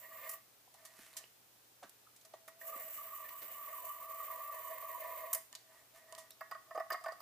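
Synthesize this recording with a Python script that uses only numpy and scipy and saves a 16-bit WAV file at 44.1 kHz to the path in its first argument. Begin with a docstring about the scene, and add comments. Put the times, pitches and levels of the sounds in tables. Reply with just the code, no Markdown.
"""Water from a syringe squirts through its needle into the small brass boiler of a model steam engine.
Two squirts, the first already running: noise hisses through the neck, drums on the shell's modes and
stirs a gliding air cavity; each ends in a sputter of air. The needle ticks and scrapes in the filler
neck, then the metal plug knocks and grates its way into the hole. Close stereo microphones, a boiler
slightly off centre, a quiet room of soft hiss and faint mains hum."""
import sys
import numpy as np
from scipy import signal
from scipy.fft import rfft, irfft, next_fast_len
from scipy.io import wavfile

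SR = 44100
rng = np.random.default_rng(int(sys.argv[2]) if len(sys.argv) > 2 else 0)


def dump(signal):
    """Clip the signal to [-1, 1] and save it as 16-bit WAV at the path in sys.argv[1]."""
    limited = np.clip(np.atleast_2d(signal).T, -1, 1)
    pcm = np.round(limited * 32767).astype(np.int16)
    wavfile.write(sys.argv[1], SR, pcm)


N = 318181
T = np.arange(N) / SR
RING = T[:SR // 2]  # time axis of one short ring

# modes of the boiler shell before any colouring: f/Hz, width/Hz, peak level/dB
BOILER = [(647, 19, 2), (710, 36, -12), (770, 50, -19), (990, 16, -4), (1085, 36, -10), (1123, 28, -4),
          (1172, 50, -5), (1262, 36, -8), (1471, 20, -19), (1630, 16, -20), (1740, 50, -19),
          (1797, 26, -12), (1897, 16, -10), (1960, 30, -17), (2110, 26, -13), (2460, 70, -26),
          (2640, 30, -27)]
# spectrum of the plug's push on the neck: f/Hz, level/dB
CONTACT = [(300, 18), (600, 8), (740, 12.5), (980, -13.5), (1090, 8), (1170, 0.5), (1280, 5), (1800, -4.5),
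           (2600, -14.5)]


def undb(db):
    """Decibels to gain."""
    return 10 ** (np.asarray(db) / 20)


def unit(x):
    """Scale to rms 1."""
    return x / np.sqrt(np.mean(x ** 2))


def colour(x, points):
    """Filter by a spectrum of (f/Hz, level/dB) points, joined along log frequency."""
    hz, db = np.transpose(points)
    size = next_fast_len(x.shape[-1])
    f = np.maximum(np.fft.rfftfreq(size, 1 / SR), 1)
    gain = undb(np.interp(np.log(f), np.log(hz), db))
    return irfft(rfft(x, size) * gain, size)[..., :x.shape[-1]]


def band(x, hz, q):
    """A broad resonance."""
    return signal.lfilter(*signal.iirpeak(min(hz, .4 * SR), max(q, 2.5 * hz / SR), fs=SR), x)


def passband(x, lo_hz, hi_hz):
    """Keep one range of frequencies."""
    sos = signal.butter(3, [lo_hz, min(hi_hz, .45 * SR)], "band", fs=SR, output="sos")
    return signal.sosfilt(sos, x)


def sweep(x, hz, width_hz, order=1):
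    """A resonance whose centre moves from sample to sample, gain 1."""
    turn = np.exp(2j * np.pi * np.cumsum(hz) / SR)
    # shift the centre down to 0 Hz, low-pass there, shift back up
    slow = signal.lfilter(*signal.butter(order, width_hz / 2, fs=SR), x * turn.conj())
    return 2 * np.real(turn * slow)


def convolve(x, response):
    """Play x through a response."""
    return signal.fftconvolve(np.atleast_2d(x), np.atleast_2d(response), axes=1)[:, :x.shape[-1]]


def noise(alike, size=N):
    """Left and right noise that share a part of their power."""
    own, share = rng.standard_normal((3, size)), np.clip(alike, 0, 1)
    return np.sqrt(share) * own[0] + np.sqrt(1 - share) * own[1:]


def walk(rate):
    """Random drift with spread near 1, given a new target rate times a second."""
    steps = rng.standard_normal(N)
    return 1.2 * np.interp(T * rate, np.arange(N), steps)


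def add(track, s, sound):
    """Mix a sound in at time s."""
    start = max(int(s * SR), 0)
    track[..., start:start + sound.shape[-1]] += sound[..., :max(N - start, 0)]


def fade(t60, rise=0.0025):
    """A quick rise and an exponential decay, top 1."""
    shape = (1 - np.exp(-RING / rise)) * np.exp(-np.log(1000) * RING / max(t60, .003))
    return shape / shape.max()


def swell(s, rise, fall):
    """A smooth hump that peaks at time s, top 1."""
    return np.exp(-((T - s) / np.where(T < s, rise, fall)) ** 2)


def shell(modes, scatter_db=0):
    """A metal body's ring after one blow; neighbouring modes swing in opposite directions."""
    # the spot struck varies the modes' shares
    shares_db = scatter_db * rng.standard_normal(len(modes))
    ring = np.zeros(len(RING))
    for k, (hz, width, db) in enumerate(modes):
        decay = width * np.exp(-np.pi * width * RING)
        ring += (-1) ** k * undb(db + shares_db[k]) * decay * np.cos(2 * np.pi * hz * RING)
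    # so small a body radiates no bass
    return signal.sosfilt(signal.butter(2, 400, "high", fs=SR, output="sos"), ring)


def strike(ring, scuff, scuff_t60):
    """One contact: a push and a short scuff ring the body; rms 1 over the first 20 ms."""
    force = scuff * unit(rng.standard_normal(len(RING))) * fade(scuff_t60)
    force[0] += 1
    sound = convolve(force, ring)[0]
    return sound / np.sqrt(np.mean(sound[:SR // 50] ** 2))


def plunger():
    """Gains of spray, low and upper drumming and cavity from the thumb's push, and the fill up to 1."""
    # pushes of the plunger: start t/s, stop t/s, attack/s, drumming gain/dB, cavity gain/dB
    squirts = [(-.05, 0.342, 0.017, 7.5, -1.5), (2.576, 5.363, 0.09, -1.5, 2)]
    # strength of the jet as the thumb presses: t/s, level/dB
    flow = [(0.0, -60), (0.108, -59.5), (0.28, -52), (2.68, -51), (2.99, -51), (3.31, -56), (3.44, -52.5),
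            (4.07, -55), (4.2, -51.5), (4.72, -55), (5.09, -53.5), (5.3, -56)]
    # the jet plunges in and booms on the low modes: t/s, half length/s, gain/dB
    plunges = [(2.685, 0.15, 12), (3.842, 0.032, 9.5), (5.089, 0.017, 5.5), (5.244, 0.02, 5)]
    # level of the gurgle in the cavity: t/s, level/dB
    gurgle_level = [(.03, -11), (.15, -1), (2.66, -6), (2.74, 1), (2.85, -16), (2.945, -18), (3.0, -1),
                    (3.1, -5.5), (3.142, 5.5), (3.17, -6.5), (3.226, 2), (3.266, -15), (3.314, -1.5),
                    (3.53, -9.5), (3.57, -2.5), (4.12, 0)]
    release_s = 0.019  # the jet dies away when the thumb stops
    shell_attack_s, shell_delay_s = 0.075, 0.0069  # the stream reaches the water just after the hiss starts
    spray_db = 6.5  # hiss over the strength of the jet
    usual_flow_db, flow_follow = -53.5, 0.46  # sounds inside follow the jet by this many dB per dB
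    start_fill = 0.027  # share of water already in the boiler
    fill_power = 1.08  # the drumming grows fastest near the end
    # base level/dB at zero fill and usual flow, gain/dB by the end of filling
    low_drum, upper_drum, cavity = (-69, 17), (-69, 11), (-56.5, 5.6)

    on, on_shell, on_cavity = np.zeros((3, N))
    for start, stop, attack, drum_db, cavity_db in squirts:
        push = np.clip((T - start) / attack, 0, 1) * np.exp(-np.maximum(T - stop, 0) / release_s)
        stream = push * np.clip((T - start - shell_delay_s) / shell_attack_s, 0, 1)
        on += push
        on_shell += stream * undb(drum_db)
        on_cavity += stream * undb(cavity_db)
    fill = start_fill + (1 - start_fill) * np.cumsum(on) / np.sum(on)

    flow_db = np.interp(T, *np.transpose(flow))
    follow_db = flow_follow * (flow_db - usual_flow_db)
    low_db, upper_db, air_db = (db + gained_db * fill ** fill_power + follow_db
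                                for db, gained_db in (low_drum, upper_drum, cavity))
    low_db = low_db + sum(db * swell(s, half, half) for s, half, db in plunges)
    air_db = air_db + np.interp(T, *np.transpose(gurgle_level))
    spray = on * undb(flow_db + spray_db)
    return spray, on_shell * undb(low_db), on_shell * undb(upper_db), on_cavity * undb(air_db), fill


def jet(ring, cavity_width_hz=175, wander_hz=18, neck_wobble=0.035, neck_flutter_db=3.1,
        gurgle_db=3.0, flutter_db=3.0, fizz_db=1.0, split_hz=880, open_share=0.2):
    """The jet breaks into droplets: they fizz in the neck, drum on the shell and stir the air inside."""
    # spectrum of the spray: f/Hz, level/dB
    spray_spectrum = [(300, -26), (1500, -13), (2600, -12.5), (3300, -19), (4300, -23.5), (6200, -24),
                      (7000, -19.5), (7600, -13.5), (8900, -17), (9700, -16), (11500, -13.5), (12400, -4),
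                      (13700, -6.5), (14700, 5.5), (15500, -1.5)]
    # spectrum of the jet's push on the shell: f/Hz, level/dB
    push_spectrum = [(330, -35), (500, 0.5), (660, -11), (830, -14.5), (1000, -9), (1300, -13.5), (1600, 1),
                     (2100, 5), (2700, 8.5), (4500, 13), (12000, -22)]
    # resonances of the hiss in the neck, the upper ones climbing as the water rises:
    # f empty/Hz, f full/Hz, width/Hz, level over the plain hiss/dB
    neck = [(2730, 3030, 21, 8.5), (5500, 6040, 75, 6), (6760, 6680, 150, 8.5), (7100, 8500, 390, 1),
            (9300, 11050, 550, -1.5), (10900, 13700, 1040, -4)]
    # cavity pitch, sagging and recovering under the jet and sinking as the water rises: t/s, f/Hz
    cavity_pitch = [(.3, 1150), (2.7, 1146), (3.03, 1144), (3.39, 1105), (3.45, 1155), (3.68, 1155),
                    (3.83, 1058), (4.05, 1113), (4.55, 1098), (4.78, 1067), (5.22, 1061), (5.35, 1050)]
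    neck_fill_power = 0.32  # the neck's resonances climb fastest at first
    spray, low_drum, upper_drum, cavity, fill = plunger()

    fizz = noise(alike=0.12) * undb(fizz_db * walk(2500) + 2.08 * walk(130))
    climb = fill ** neck_fill_power + neck_wobble * walk(6.3)
    resonant = sum(undb(db) * sweep(fizz, empty_hz + (full_hz - empty_hz) * climb, width)
                   for empty_hz, full_hz, width, db in neck)
    fizz = fizz + undb(neck_flutter_db * walk(22)) * resonant
    fizz = unit(colour(fizz, spray_spectrum))

    drops = noise(alike=0.98) * undb(flutter_db * walk(45))
    drumming = colour(convolve(drops, ring), push_spectrum)
    low = signal.sosfiltfilt(signal.butter(4, split_hz, fs=SR, output="sos"), drumming)
    upper = drumming - low

    # the cavity favours a band that glides across the shell's modes
    pitch_hz = np.interp(T, *np.transpose(cavity_pitch)) + wander_hz * walk(14)
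    slosh = sweep(noise(alike=1.0) * undb(gurgle_db * walk(170)), pitch_hz, cavity_width_hz, order=3)
    # part of it escapes straight through the neck
    gurgle = unit(unit(convolve(slosh, ring)) + open_share * unit(slosh))
    return spray * fizz + low_drum * unit(low) + upper_drum * unit(upper) + cavity * gurgle


def singing(waver_hz=9, throb_db=3):
    """The boiler's lowest mode, stirred by needle and jet, holds a narrow, slightly wavering note."""
    # rms level of the note before its throb: t/s, level/dB
    note_level = [(2.25, -80), (2.36, -72.5), (2.55, -79), (2.7, -62), (3.2, -74), (4.1, -77), (5.36, -54),
                  (5.45, -90)]
    sing_hz = 651.4
    level_db = np.interp(T, *np.transpose(note_level), left=-np.inf, right=-np.inf)
    level = undb(level_db + throb_db * walk(33))
    phase = 2 * np.pi * np.cumsum(sing_hz + waver_hz * walk(40)) / SR
    return level * np.sqrt(2) * np.sin(phase)


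def ports(sound, lag_rad=0.9):
    """The two microphones hear the low drumming out of step, most of all at 620 Hz."""
    size = next_fast_len(N)
    turn = np.interp(np.fft.rfftfreq(size, 1 / SR), [100, 620, 1200], [0, lag_rad, 0])
    shift = np.exp(.5j * turn * np.array([[-1], [1]]))
    return irfft(rfft(sound, size) * shift, size)[:, :N]


def sputter(ring, crackle_db=1.5):
    """Air follows the last water through the needle in crackling spits that ring needle and shell."""
    # spits of air as the syringe runs empty: t/s, envelope peak level/dB, t60/s
    spits = [(0.031, -65, 0.0089), (0.292, -35.5, 0.036), (.311, -42.5, 0.048), (0.333, -46, 0.045),
             (5.33, -23.5, 0.0094), (5.3331, -27.5, 0.018), (5.337, -59, 0.17), (5.3463, -28.5, 0.034)]
    # spectrum of the air: f/Hz, level/dB
    air_spectrum = [(600, -24), (1700, -9), (3600, -17), (6500, -2), (9000, 0.5), (15800, 3.5)]
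    # thin ring of the needle: f/Hz
    needle_hz = [9123, 12795, 13371, 14817]
    bursts = np.zeros(N)
    for s, db, t60 in spits:
        add(bursts, s, undb(db) * fade(t60))
    air = unit(colour(noise(alike=0.8) * undb(crackle_db * walk(3000)), air_spectrum))
    steel = sum(np.sin(2 * np.pi * hz * RING) for hz in needle_hz) * fade(0.12)
    clang = undb(-22.0) * ring / np.linalg.norm(ring) + undb(-10) * steel / np.linalg.norm(steel)
    return bursts * air + convolve(bursts * noise(alike=0.73), clang)


def needle(ring, tick_q=1.0, grit_db=3.3):
    """The steel needle slides and ticks in the neck, which passes it on to the shell."""
    # strokes along the neck: peak t/s, swell/s, fade/s, then before trims hiss level/dB, shell level/dB
    slides = [(.83, 0.067, 0.13, -64.5, -64), (1.02, 0.078, 0.14, -55, -73), (1.21, 0.049, 0.031, -63, -61),
              (5.775, 0.1, 0.075, -62.5, -62.5), (5.965, 0.024, 0.034, -58.5, -62.5),
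              (6.16, 0.14, 0.11, -66.5, -60.5)]
    # ticks and squelches of needle and syringe: t/s, then before trims shell level/dB, tick level/dB,
    # then tick centre f/Hz, contact/s
    ticks = [(0.74, -73, -64, 6330, 0.0012), (.850, -67, -54.5, 8200, 0.0016),
             (1.167, -75, -44, 7500, 0.0014), (1.183, -65.5, -56, 7000, 0.00077),
             (1.894, -83, -55, 12200, 0.00039), (2.161, -87, -62.5, 7460, 0.0012),
             (2.211, -91, -65, 5500, 0.00085), (2.249, -68, -61, 6960, 0.0011),
             (2.336, -60, -63.5, 4000, 0.0011), (2.478, -55.5, -54.5, 12200, 0.0011),
             (2.612, -61.5, -59, 13500, 0.00089), (3.285, -67, -63, 2420, 0.0022),
             (3.417, -74, -61, 3850, 0.0021), (5.528, -63.5, -46, 4400, 0.00011),
             (5.551, -68, -46, 4930, 0.00056), (6.124, -53.5, -50, 6140, 0.00031),
             (6.15, -65, -46.5, 4600, 0.00016), (6.178, -54, -55, 7240, 0.0025),
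             (6.306, -74, -49.5, 14200, 0.00029)]
    # spectrum of the sliding needle: f/Hz, level/dB
    steel_spectrum = [(400, -6), (2000, 4.5), (4000, -2), (9600, 0.5), (15800, -3)]
    hiss_trim_db, body_trim_db, tick_trim_db, shell_trim_db = -5.5, -3.0, 3.0, -0.5
    tick_t60_s, t60_per_contact = 0.0018, 61  # a softer, longer contact also dies away more slowly

    hiss, body = sum(undb([[hiss_db], [shell_db]]) * swell(s, rise, fall)
                     for s, rise, fall, hiss_db, shell_db in slides)
    thin = colour(ring, [(400, 15.5), (650, 8.5), (1150, 4.0), (1900, 13.0), (3000, -15), (5000, -14)])
    grit = noise(alike=1.0) * undb(grit_db * walk(600))
    out = undb(hiss_trim_db) * hiss * unit(colour(grit, steel_spectrum))
    out = out + undb(body_trim_db) * body * unit(convolve(grit, thin))
    for s, shell_db, tick_db, hz, contact in ticks:
        tick = unit(band(noise(alike=0.56, size=len(RING)), hz, tick_q))
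        tick = tick * fade(tick_t60_s + t60_per_contact * contact, contact)
        knock = strike(thin, scuff=0.097, scuff_t60=0.0051)
        add(out, s, undb(tick_db + tick_trim_db) * tick + undb(shell_db + shell_trim_db) * knock)
    return out


def plug(low_damp_s=0.07, middle_damp_s=0.025, chatter=0.07, chatter_t60=0.018):
    """The plug chatters at each knock; fingers damp the shell's lower modes, high ones and its own ring on."""
    # knocks on the filler neck: t/s, low modes level/dB, upper modes level/dB, metallic edge level/dB,
    # tick of bare metal level/dB
    knocks = [(6.408, -53, -46, -67, -44.5), (6.512, -52.5, -44, -59.5, -46),
              (6.549, -59.5, -48.5, -74, -68), (6.708, -53, -50, -74, -63), (6.748, -43.5, -48.5, -69, -64),
              (6.756, -43, -51, -68, -56), (6.776, -40, -43.5, -67, -53), (6.798, -39.5, -43.5, -66.5, -52),
              (6.903, -52, -38, -59, -33.5), (6.92, -46, -49, -52, -47), (6.927, -58, -45, -53.5, -39),
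              (6.941, -45.5, -42.5, -71, -50), (7.01, -63, -70, -75, -64), (7.039, -55, -47.5, -61, -58),
              (7.06, -41.5, -44.5, -64, -54), (7.083, -47, -45.5, -64, -54), (7.12, -55, -53, -62.5, -62),
              (7.203, -77, -53, -65.5, -48)]
    # modes of the plug itself before scatter: f/Hz, width/Hz, peak level/dB
    plug_modes = [(4780, 90, 0), (4960, 70, -4), (5170, 50, -9), (6450, 110, -16), (8200, 100, -16),
                  (9840, 80, -15)]
    out = np.zeros((2, N))
    for s, low_db, upper_db, edge_db, tick_db in knocks:
        pushed = colour(shell(BOILER, scatter_db=3.0), CONTACT)
        low = passband(pushed, 340, 910) * np.exp(-RING / low_damp_s)
        middle = passband(pushed, 970, 1560) * np.exp(-RING / middle_damp_s)
        upper = middle + passband(pushed, 1600, 3230)
        own = shell(plug_modes, scatter_db=9.0)
        # each microphone gets its own chatter
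        edge = np.array([strike(own, chatter, chatter_t60) for port in range(2)])
        rasp = unit(passband(noise(alike=0.42, size=len(RING)), 2100, 10000)) * fade(0.071)
        tick = unit(passband(noise(alike=0.32, size=len(RING)), 13700, 23000)) * fade(0.016)
        body = undb(low_db) * strike(low, chatter, chatter_t60)
        body = body + undb(upper_db) * strike(upper, chatter, chatter_t60)
        add(out, s, body + undb(edge_db) * (edge + rasp) + undb(tick_db) * tick)
    return out


def scrape(centre_s=7.02, half_s=0.4, scrape_db=-58, grain_db=5.5):
    """Between the knocks the plug's thread grates on the neck: grainy noise rings the shell."""
    grit = noise(alike=1.0) * undb(grain_db * walk(300) + 1.8 * walk(40))
    ring = passband(colour(shell(BOILER), CONTACT), 800, 8000)
    return undb(scrape_db) * swell(centre_s, half_s, half_s) * unit(convolve(grit, ring))


def bumps(blur=0.092):
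    """Handling bumps: a soft, scuffing push on a quickly damped resonance."""
    # bumps, plops and small squeaks: t/s, peak level/dB, centre f/Hz, Q of each of two passes, push t60/s
    handling = [(.989, -58, 258, 1.4, 0.034), (1.137, -52, 4000, 7.1, .008),
                (1.158, -57.5, 1020, 11, 0.018), (1.24, -49, 2730, 3.2, 0.014),
                (1.24, -56.5, 317, 0.54, .012), (1.826, -45.5, 690, 3.2, 0.076),
                (1.83, -46.5, 1280, 1.9, 0.12), (1.831, -40.5, 2600, 0.27, 0.07),
                (1.84, -54, 254, 0.63, 0.085), (2.066, -56.5, 1260, 4.8, 0.07),
                (2.481, -46.5, 1280, 1.1, .024), (.676, -58, 760, 2.4, 0.027), (.744, -54, 770, 2.7, 0.045),
                (2.339, -42, 617, 3.7, 0.026), (2.614, -46.5, 1820, 8, 0.039), (2.76, -55, 325, 0.73, .02),
                (2.845, -65, 222, 1.1, .02), (3.421, -53.5, 435, 0.5, .2), (6.306, -55, 3950, 4, 0.079),
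                (6.318, -54, 5600, 9, .021)]
    out = np.zeros(N)
    for s, db, hz, q, t60 in handling:
        force = blur * rng.standard_normal(len(RING)) * fade(t60)
        force[0] += 1
        thud = band(band(force, hz, q), hz, q)
        add(out, s, undb(db) * thud / np.abs(thud).max())
    return out


def reflections(dry, t60=0.33, wet_db=-10):
    """Table top, backdrop and walls return a short tail of decaying noise."""
    tail = colour(noise(alike=0.29, size=len(RING)), [(300, -10.5), (2000, 9.0), (14000, -2.0)])
    tail = tail * fade(t60, rise=0.00022)
    return undb(wet_db) * convolve(dry, tail / np.linalg.norm(tail[0]))


def room_tone():
    """Steady hiss, more alike left and right in the bass, and the mains hum."""
    # spectrum of the room tone, relative: f/Hz, level/dB
    room_spectrum = [(25, -24), (85, -15.5), (110, -11.5), (150, -15), (284, -11.5), (830, -12.5),
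                     (1430, -12.5), (11000, -14), (14600, -10.5)]
    room_db, hum_hz, hum_db = -63.5, 120, -86.5  # rms levels
    air = noise(alike=0.02) + colour(noise(alike=0.6), [(150, -2.5), (700, 1.5), (3000, -13.5)])
    air = colour(air / np.sqrt(2), room_spectrum)
    hum = undb(hum_db) * np.sqrt(2) * np.sin(2 * np.pi * hum_hz * T)
    return undb(room_db) * unit(air) + hum * undb(0.19 * walk(5.2))


def scene():
    """The boiler stands a little to the right, its reflections and the room around it."""
    ring, pan_db = shell(BOILER), -2.6  # left over right
    filling = ports(jet(ring) + singing()) + sputter(ring)
    handling = needle(ring) + plug() + scrape() + bumps()
    dry = (filling + handling) * undb([[pan_db / 2], [-pan_db / 2]])
    return dry + reflections(dry) + room_tone()


def record(dry):
    """The camera's microphones cut the top steeply."""
    top_hz = 15300
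    return signal.sosfilt(signal.ellip(10, .2, 70, top_hz, fs=SR, output="sos"), dry)


dry = scene()
out = record(dry)
dump(out)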